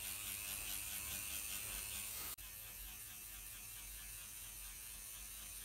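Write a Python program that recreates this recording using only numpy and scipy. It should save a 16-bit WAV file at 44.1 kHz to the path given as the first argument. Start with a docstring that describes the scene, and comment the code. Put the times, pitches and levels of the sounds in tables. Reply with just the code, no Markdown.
"""A rotary tattoo machine shades a leg in short strokes. Each turn of its cam (an off-centre wheel) rattles
the parts inside; each stroke slows the motor while the needle rasps in the skin and, early on, squeals.
After two seconds the machine is lifted and rings freely, then the sound breaks off for a moment.
The strokes go on, heard from farther away. Now and then a glove and a wipe brush the leg,
and a low room rumble lies under it all."""
import sys
import numpy as np
from scipy import signal
from scipy.fft import rfft, irfft, next_fast_len
from scipy.io import wavfile
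from scipy.ndimage import uniform_filter1d, map_coordinates

SR = 44100
rng = np.random.default_rng(int(sys.argv[2]) if len(sys.argv) > 2 else 0)


def dump_mix(stems):
    """Bounce the given channels to the path in sys.argv[1] as a 16-bit WAV at rate SR."""
    frames = np.atleast_2d(stems).T  # one column per channel
    limited = np.clip(frames, -1, 1)  # hard clip at full scale
    pcm = np.round(limited * 32767).astype(np.int16)
    wavfile.write(sys.argv[1], SR, pcm)


N = 248724
TIME = np.arange(N) / SR
BREAK_START_S, BREAK_END_S = 2.341, 2.379
FAR = TIME > np.mean(BREAK_START_S + BREAK_END_S) / 2  # true once we listen from farther away

# Strokes over the skin. Each row: time of the heaviest load in seconds, drop in motor speed in Hz,
# how many seconds earlier the needle rasps, rasp level in dB.
STROKES = [(.121, 16.9, 0.047, -56.5), (.335, 16.2, .056, -56), (.54, 16.1, 0.048, -55.5),
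           (.767, 16.7, 0.055, -54), (.974, 14.7, 0.041, -55.5), (1.18, 14.5, 0.053, -54.5),
           (1.377, 15.3, 0.042, -56), (1.57, 14.7, 0.036, -54.5), (1.786, 16.3, 0.033, -57),
           (2.001, 15.3, .043, -55.5), (2.484, 9.1, .03, -63), (2.719, 7.8, .043, -63),
           (2.945, 6.4, 0.043, -62), (3.171, 7.5, 0.054, -64.5), (3.409, 7.6, .058, -64.5),
           (3.625, 7.7, 0.062, -63.5), (3.839, 7.1, .049, -63.5), (4.067, 5.7, 0.059, -64),
           (4.295, 6.3, 0.069, -65), (4.53, 6.4, 0.07, -65), (4.769, 6.6, .089, -64),
           (5.007, 8.3, 0.064, -67.5), (5.237, 8.9, 0.061, -64.5), (5.477, 10.7, 0.055, -64),
           (5.689, 6.9, .045, -64.5)]


def rattle(turns, pressed, lifted):
    """Parts strike in the same order every turn, as hard as the load makes them, and ring the housing."""
    # The rows: needle bar sliding, housing knock, bar stop, needle entering, return slap, cam tick,
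    # bearing whirr. Each row: place in the turn (0-1), decay in turns, pitch in Hz, half width in octaves,
    # then relative levels in dB for near and light, near and pressed, lifted, far and light, far and pressed.
    contacts = [(.13, 0.073, 13500, .55, -53.5, -62, -54.5, -57, -59.5),
                (.19, 0.083, 2620, 0.19, -47.5, -50, -70, -67, -72),
                (.34, 0.06, 9700, 0.83, -54.5, -50.5, -66, -58.5, -58.5),
                (0.512, 0.066, 4000, 1.66, -77, -54, -52, -58, -79),
                (0.788, 0.19, 2080, 0.5, -69, -53, -69, -76, -65.5),
                (.91, 0.077, 7280, 0.42, -51.5, -54.5, -53, -56, -57),
                (.05, 2.7, 1390, 4.2, -51, -51, -50.5, -53.5, -53)]
    total = np.zeros(N)
    for place, decay, centre, octaves, light_db, pressed_db, lifted_db, far_db, far_pressed_db in contacts:
        on_skin = amp(light_db + pressed * (pressed_db - light_db))
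        near = (1 - lifted) * on_skin + lifted * amp(lifted_db)
        far = amp(far_db + pressed * (far_pressed_db - far_db))
        colour = lambda hz: band(hz, centre, octaves)
        loose = 0.14 + centre / 40000  # brighter contacts repeat less exactly
        bursts = chatter(turns - place, pressed, decay, colour, drift=0.056, loose=loose, scatter_db=0.94)
        width_gain = np.sqrt(np.mean(colour(np.arange(1, SR // 2)) ** 2))
        total += bursts * width_gain * np.where(FAR, far, near)
    total = steel_tube(total, pressed, lifted)
    total = filtered(total, lambda hz: 1 / np.sqrt(1 + (260 / hz) ** 2))  # a small body gives little bass
    return np.where(FAR, housing(total, far=True), housing(total, far=False))


def chatter(turns, pressed, decay, colour, drift, loose, scatter_db, size=512):
    """One burst of tiny hits a turn. Its pattern follows the load and drifts; a loose share is random."""
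    turn, since = np.divmod(turns - np.floor(turns.min()), 1)
    turn = turn.astype(int)
    carry = 1 - drift  # how much of the pattern lives on into the next turn
    draws = rng.standard_normal((turn[-1] + 2, size))
    pattern, _ = signal.lfilter([np.sqrt(1 - carry ** 2)], [1, -carry], draws, axis=0, zi=carry * draws[-1:])
    # a burst keeps its own pace, so its tone colour stays put while the motor's pitch swings
    age_samples = since / np.gradient(turns)
    position = turn * size + age_samples
    light, heavy = (map_coordinates(p.ravel(), [position]) for p in (pattern, pattern[:, ::-1]))
    repeated = np.cos(np.pi / 2 * pressed) * light + np.sin(np.pi / 2 * pressed) * heavy
    grain = np.sqrt(1 - loose) * repeated + np.sqrt(loose) * rng.standard_normal(N)
    bursts = filtered(grain * np.exp(-since / (2 * decay)), colour)
    power = uniform_filter1d(uniform_filter1d(bursts ** 2, SR // 26), SR // 35)
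    steady = bursts / np.sqrt(np.abs(power) + 1e-12)
    return steady * amp(scatter_db * wobble(100))


def steel_tube(x, pressed, lifted):
    """Grip and load shape how the tube rings; off the skin the knock softens and the treble opens up."""
    # The tube's top, high, middle and low ring. Each row: pitch in Hz, half width in octaves.
    tube_rings = [(13800, .18), (9400, 0.048), (6200, 0.071), (4000, .08)]
    # The fingers' damping. Each row: time in seconds, then the change of each of the four rings in dB.
    grip = [(0, -0.5, 1, -3, 0), (1.35, 1, 1.5, 1.5, 0), (2.05, -.5, 3, -1, 0.5), (2.2, 3, -3.5, 1, 0),
            (2.45, 2, -4.5, -5, -1.5), (3.3, 1, -3.5, -1.5, -1), (4.1, -0.5, 1, 0.5, 1),
            (5.6, -1, 2, 1.5, 5)]
    # From farther away, pressing the needle changes each of the four rings by this many dB.
    far_load_db = (-1.7, -0.5, 3.5, 0)
    times, *grip_db = np.transpose(grip)
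    boost = lambda centre, octaves, db: (amp(db) - 1) * filtered(x, lambda hz: band(hz, centre, octaves))
    rings = sum(boost(centre, octaves, np.interp(TIME, times, db) + FAR * (pressed - .5) * load_db)
                for (centre, octaves), db, load_db in zip(tube_rings, grip_db, far_load_db))
    return x + rings + lifted * (boost(2650, .2, db=-6) + boost(14000, .3, db=3))


def housing(x, far):
    """The housing rings at its own pitches; in the hollows between them the rings cancel."""
    # Each row of both tables: pitch in Hz, width in Hz, near gain in dB, far gain in dB.
    housing_rings = [(600, 5200, -5.5, -8.5), (1125, 300, -0.5, -8), (1766, 160, -5.5, -1),
                     (2630, 375, 6.5, 2), (3070, 180, -5.5, -4.5), (4150, 830, 0.4, -5.5),
                     (6150, 750, -0.4, 0.2), (7150, 220, 3.5, -4), (8440, 450, 4.5, -1.5),
                     (9223, 550, 7, 7), (11160, 420, 0.5, 2), (11800, 480, 1, 1), (13200, 1900, 2.5, 1.5),
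                     (14700, 1000, 1, -3)]
    housing_hollows = [(1930, 74, -1.5, -2.5), (3350, 150, 0, -4), (5050, 170, -2.5, -1.5),
                       (7640, 180, -3.5, -1.5), (10490, 320, -6.5, -4.5)]
    peaks, hollows = ([(centre, width, far_db if far else near_db) for centre, width, near_db, far_db in rows]
                      for rows in (housing_rings, housing_hollows))
    dips_db = lambda hz: sum(db * np.exp(-2 * ((hz - centre) / width) ** 2) for centre, width, db in hollows)
    return filtered(x, lambda hz: resonances(peaks, hz) * amp(dips_db(hz)), causal=True)


def motor_speed():
    """Turns a second: every stroke drags the motor down, and it recovers as the hand lets up."""
    # The motor with no load. Each row: time in seconds, turns a second.
    free_speed = [(2.06, 112.7), (2.17, 113), (2.355, 113.3), (2.365, 109.9), (5.64, 112.3)]
    press_s, release_s = np.where(FAR, .053, .0752), np.where(FAR, .0538, .0468)
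    sag = sum(sag_hz * swell(s, np.where(TIME < s, press_s, release_s)) for s, sag_hz, _, _ in STROKES)
    return curve(free_speed) - sag


def needle_pressure(speed, near_bite_hz, far_bite_hz, soft_hz, inertia_s):
    """How hard the needle bites, 0-1; the rotor's inertia makes the speed lag behind the load."""
    acceleration = np.gradient(uniform_filter1d(speed, SR // 100)) * SR
    settled = speed + inertia_s * acceleration
    bite_hz = np.where(FAR, far_bite_hz, near_bite_hz)
    return (1 + np.tanh((bite_hz - settled) / soft_hz)) / 2


def needle_rasp(turns, pressed):
    """During each stroke the needle catches the skin once a turn."""
    # What rings in a stroke. Each row: pitch in Hz, width in Hz, delay in seconds, half length in seconds,
    # place in the turn (0-1), near gain in dB, far gain in dB.
    rasp_rings = [(3240, 920, -0.002, 0.036, .52, 1, 1), (1506, 190, 0.011, 0.032, .8, -8.5, -13),
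                  (1130, 370, 0.012, 0.029, .8, -22, -7), (730, 210, 0.011, 0.03, .52, -13, -15),
                  (6500, 3300, 0.0048, 0.028, .52, -0.5, -5), (2430, 650, 0.04, 0.06, .8, -13.5, -4),
                  (6200, 380, 0.071, 0.024, 0.6, -15, -2), (14500, 6000, 0.026, 0.017, 0, 1.5, -16),
                  (11840, 340, 0.0084, 0.026, 0.4, -2, -18), (3930, 400, -0.079, 0.037, 0, -16, -6),
                  (1624, 150, -0.014, 0.019, .8, -29, -5.5), (9200, 1400, 0.13, .032, .34, -2, 0.5)]
    total = np.zeros(N)
    for centre, width, delay, half, place, near_db, far_db in rasp_rings:
        ring = lambda hz: resonances([(centre, width, 0)], hz) ** 2
        bursts = chatter(turns - place, pressed, decay=0.15, colour=ring, drift=0.1, loose=0.17, scatter_db=0.1)
        rasp_s, rasp_db = nearest_rasp(delay)
        total += bursts * swell(rasp_s + delay, half) * amp(rasp_db + np.where(FAR, far_db, near_db))
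    return total


def nearest_rasp(delay):
    """For every sample, the time and level of the rasp that is closest once delayed by delay seconds."""
    heaviest_s, _, lead_s, rasp_db = np.transpose(STROKES)
    rasp_s = heaviest_s - lead_s
    midpoints = (rasp_s[1:] + rasp_s[:-1]) / 2
    stroke = np.searchsorted(midpoints + delay, TIME)
    return rasp_s[stroke], rasp_db[stroke]


def needle_squeal(turns, delay_s=.04, half_s=.039):
    """Just after each rasp the needle squeals against its tube, falling in pitch."""
    # Each row: seconds from the rasp, pitch in Hz.
    glide = [(-.03, 12170), (.008, 11380), (.07, 11100)]
    # The squeal fades over the first strokes. Each row: time in seconds, level in dB.
    fade = [(.7, -50), (1.33, -56), (1.6, -62), (3, -77)]
    rasp_s, _ = nearest_rasp(delay_s)
    tone = sine(np.interp(TIME - rasp_s, *np.transpose(glide)))
    sliding = np.exp(1.2 * np.cos(2 * np.pi * (turns - .3)))  # strongest once a turn
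    roughness = noise(lambda hz: 1 / (1 + (hz / 300) ** 2))
    return unit(tone * sliding * roughness) * swell(rasp_s + delay_s, half_s) * amp(curve(fade))


def motor_hum(turns, pressed, lifted):
    """The unbalanced cam shakes the machine and, through the needle, the skin; the rotor whines above."""
    # Each row: multiple of the motor speed, near level in dB, far level in dB, change when pressed in dB.
    harmonics = [(1, -65, -75.5, -2), (2, -74.5, -84.5, 10.5), (3, -74, -86, 4.5), (4, -75, -93, 1),
                 (6, -75, -95, -3), (7, -90, -87.5, 9.5), (24, -74, -72.5, -6), (25, -63, -73, 0.5),
                 (26, -65.5, -80, 3)]
    total = np.zeros(N)
    for multiple, near_db, far_db, pressed_db in harmonics:
        db = np.where(FAR, far_db, near_db) + pressed_db * pressed + 1.14 * wobble(8)
        total += amp(db) * np.sin(2 * np.pi * (multiple * turns + rng.random()))
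    return total * amp(-6 * lifted)


def free_ring(lifted):
    """Off the skin the motor runs evenly, and single steady tones stand out."""
    # Each row: pitch in Hz, relative level in dB.
    tones = [(1245, -68), (2148, -65), (2719, -72), (2826, -71), (3849, -72), (4301, -62.5), (4414, -67),
             (4753, -61.5)]
    ringing = sum(amp(db + 2.5 + 1.097 * wobble(20)) * np.sin(2 * np.pi * (hz * TIME + rng.random()))
                  for hz, db in tones)
    return lifted ** 2 * ringing


def squeak(at_s=1.56, half_s=.03, hz=1245, db=-63):
    """One brief, thin, slightly unsteady tone during a stroke."""
    return amp(db + 1.5 * wobble(40)) * swell(at_s, half_s) * np.sin(2 * np.pi * hz * TIME)


def glove_and_wipe():
    """Glove and wipe slide over the skin and nudge the padded bench, above a faint steady rustle."""
    # Each row: time in seconds, half length in seconds, rustle level in dB, dull thud level in dB.
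    touches = [(.6, 0.063, -66, -76), (1.118, 0.11, -75, -63.5), (1.716, 0.075, -61.5, -76),
               (2.255, 0.065, -61, -78), (2.828, 0.024, -91, -74)]
    # The rustle's tone colour. Each row: frequency in Hz, gain in dB.
    rustle_colour = [(40, -31), (140, -2), (400, -1.5), (900, -3.5), (1400, -2), (2500, -8.5), (6000, -28)]
    rustle_level = sum(amp(db) * swell(s, half) for s, half, db, _ in touches) + amp(np.where(FAR, -77, -70.5))
    thud_level = sum(amp(db) * swell(s, half) for s, half, _, db in touches)
    points_hz, points_db = np.transpose(rustle_colour)
    rustle = noise(lambda hz: amp(np.interp(np.log(hz), np.log(points_hz), points_db)))
    thud = noise(lambda hz: band(hz, 123, 0.56))
    return rustle_level * rustle + thud_level * thud


def room_rumble(drone_hz=47.1, waver_hz=2.15, drone_db=-65, waver_db=3):
    """A low drone wavers and now and then swells, while the room booms at its lowest pitches."""
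    # The drone's swells. Each row: time in seconds, half length in seconds, level in dB.
    surges = [(.62, .035, -59), (1.758, 0.035, -51.5), (2.431, 0.043, -57.5), (2.833, .03, -55),
              (3.398, .08, -62), (3.905, 0.065, -57), (4.12, .07, -61), (4.662, .06, -57.5),
              (4.989, 0.03, -59), (5.223, 0.035, -58), (5.45, .08, -63)]
    # The room's own pitches, near and far. Each row: pitch in Hz, width in Hz, relative level in dB.
    near_modes = [(67.1, 6.5, 6), (98, 11, -6.5), (158, 4.5, -11.5)]
    far_modes = [(74, 29, 7), (106, 5.4, 9.5), (151, 4.7, -22.5)]
    level = amp(drone_db + waver_db * wobble(12)) + sum(amp(db) * swell(s, half) for s, half, db in surges)
    drone = level * sine(drone_hz + waver_hz * wobble(31))
    near = amp(-63) * noise(lambda hz: resonances(near_modes, hz) * band(hz, 83, 2.6))
    far = amp(-68.5) * noise(lambda hz: resonances(far_modes, hz) * band(hz, 118, 3.9))
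    return drone + np.where(FAR, far, near)


def amp(db):
    """Turn dB into a gain."""
    return 10 ** (np.asarray(db) / 20)


def unit(x):
    """Scale x to an average power of 1."""
    return x / np.sqrt(np.mean(x ** 2) + 1e-20)


def curve(rows):
    """Join (seconds, value) rows with straight lines."""
    return np.interp(TIME, *np.transpose(rows))


def swell(s, half):
    """A bell-shaped rise and fall around s seconds."""
    return np.exp(-np.minimum(((TIME - s) / half) ** 2 / 2, 20))


def wobble(rate):
    """A smooth curve through rate random points a second."""
    return map_coordinates(rng.standard_normal(int(N * rate / SR) + 4), [TIME * rate], mode="nearest")


def sine(hz):
    """A pure tone that follows a changing pitch."""
    return np.sin(2 * np.pi * np.cumsum(hz) / SR)


def noise(gain):
    """Noise of power 1, coloured by gain(hz)."""
    return unit(filtered(rng.standard_normal(N), gain))


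def band(hz, centre, octaves):
    """Gain of a broad band around a centre."""
    return 1 / np.sqrt(1 + np.abs(np.log2(hz / centre) / octaves) ** 4)


def resonances(modes, hz):
    """Gain of a set of ringing peaks, each given as (pitch in Hz, width in Hz, dB)."""
    return np.sqrt(sum(amp(db) ** 2 / (1 + ((hz * hz - centre ** 2) / (hz * width)) ** 2)
                       for centre, width, db in modes))


def filtered(x, gain, causal=False):
    """Scale each frequency of x by gain(hz); a causal filter rings only after each blow."""
    size = 2 * next_fast_len((len(x) + SR // 4) // 2)
    response = gain(np.fft.rfftfreq(size, 1 / SR) + 1e-3)
    if causal:
        cepstrum = irfft(np.log(response + 1e-6), size)
        cepstrum[1:size // 2] *= 2
        cepstrum[size // 2 + 1:] = 0
        response = np.exp(rfft(cepstrum))
    return irfft(rfft(x, size) * response, size)[:len(x)]


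def scene():
    """The motor's speed sets the needle's pressure, and both play the machine over the quieter sounds."""
    # The machine leaves the skin. Each row: time in seconds, how far it is lifted (0-1).
    lift = [(2.02, 0.04), (2.16, 0.8)]
    lifted = np.where(FAR, 0, curve(lift))
    speed = motor_speed()
    turns = np.cumsum(speed + .08 * wobble(60)) / SR
    pressed = needle_pressure(speed, near_bite_hz=100.24, far_bite_hz=106.92, soft_hz=1.4, inertia_s=0.017)
    machine = rattle(turns, pressed, lifted) + needle_rasp(turns, pressed) + needle_squeal(turns)
    machine += motor_hum(turns, pressed, lifted) + free_ring(lifted)
    return (machine + squeak() + glove_and_wipe() + room_rumble())[None]


def record(dry):
    """The sound almost vanishes between near and far, then returns; the highest treble is cut off."""
    floor_db, top_hz = -39, 15750
    audible = curve([(BREAK_START_S - .001, 1), (BREAK_START_S + .001, 0),
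                     (BREAK_END_S - .003, 0), (BREAK_END_S + .007, 1)])
    return filtered(dry[0] * (audible + amp(floor_db)), lambda hz: hz < top_hz)[None]


dry = scene()
out = record(dry)
dump_mix(out)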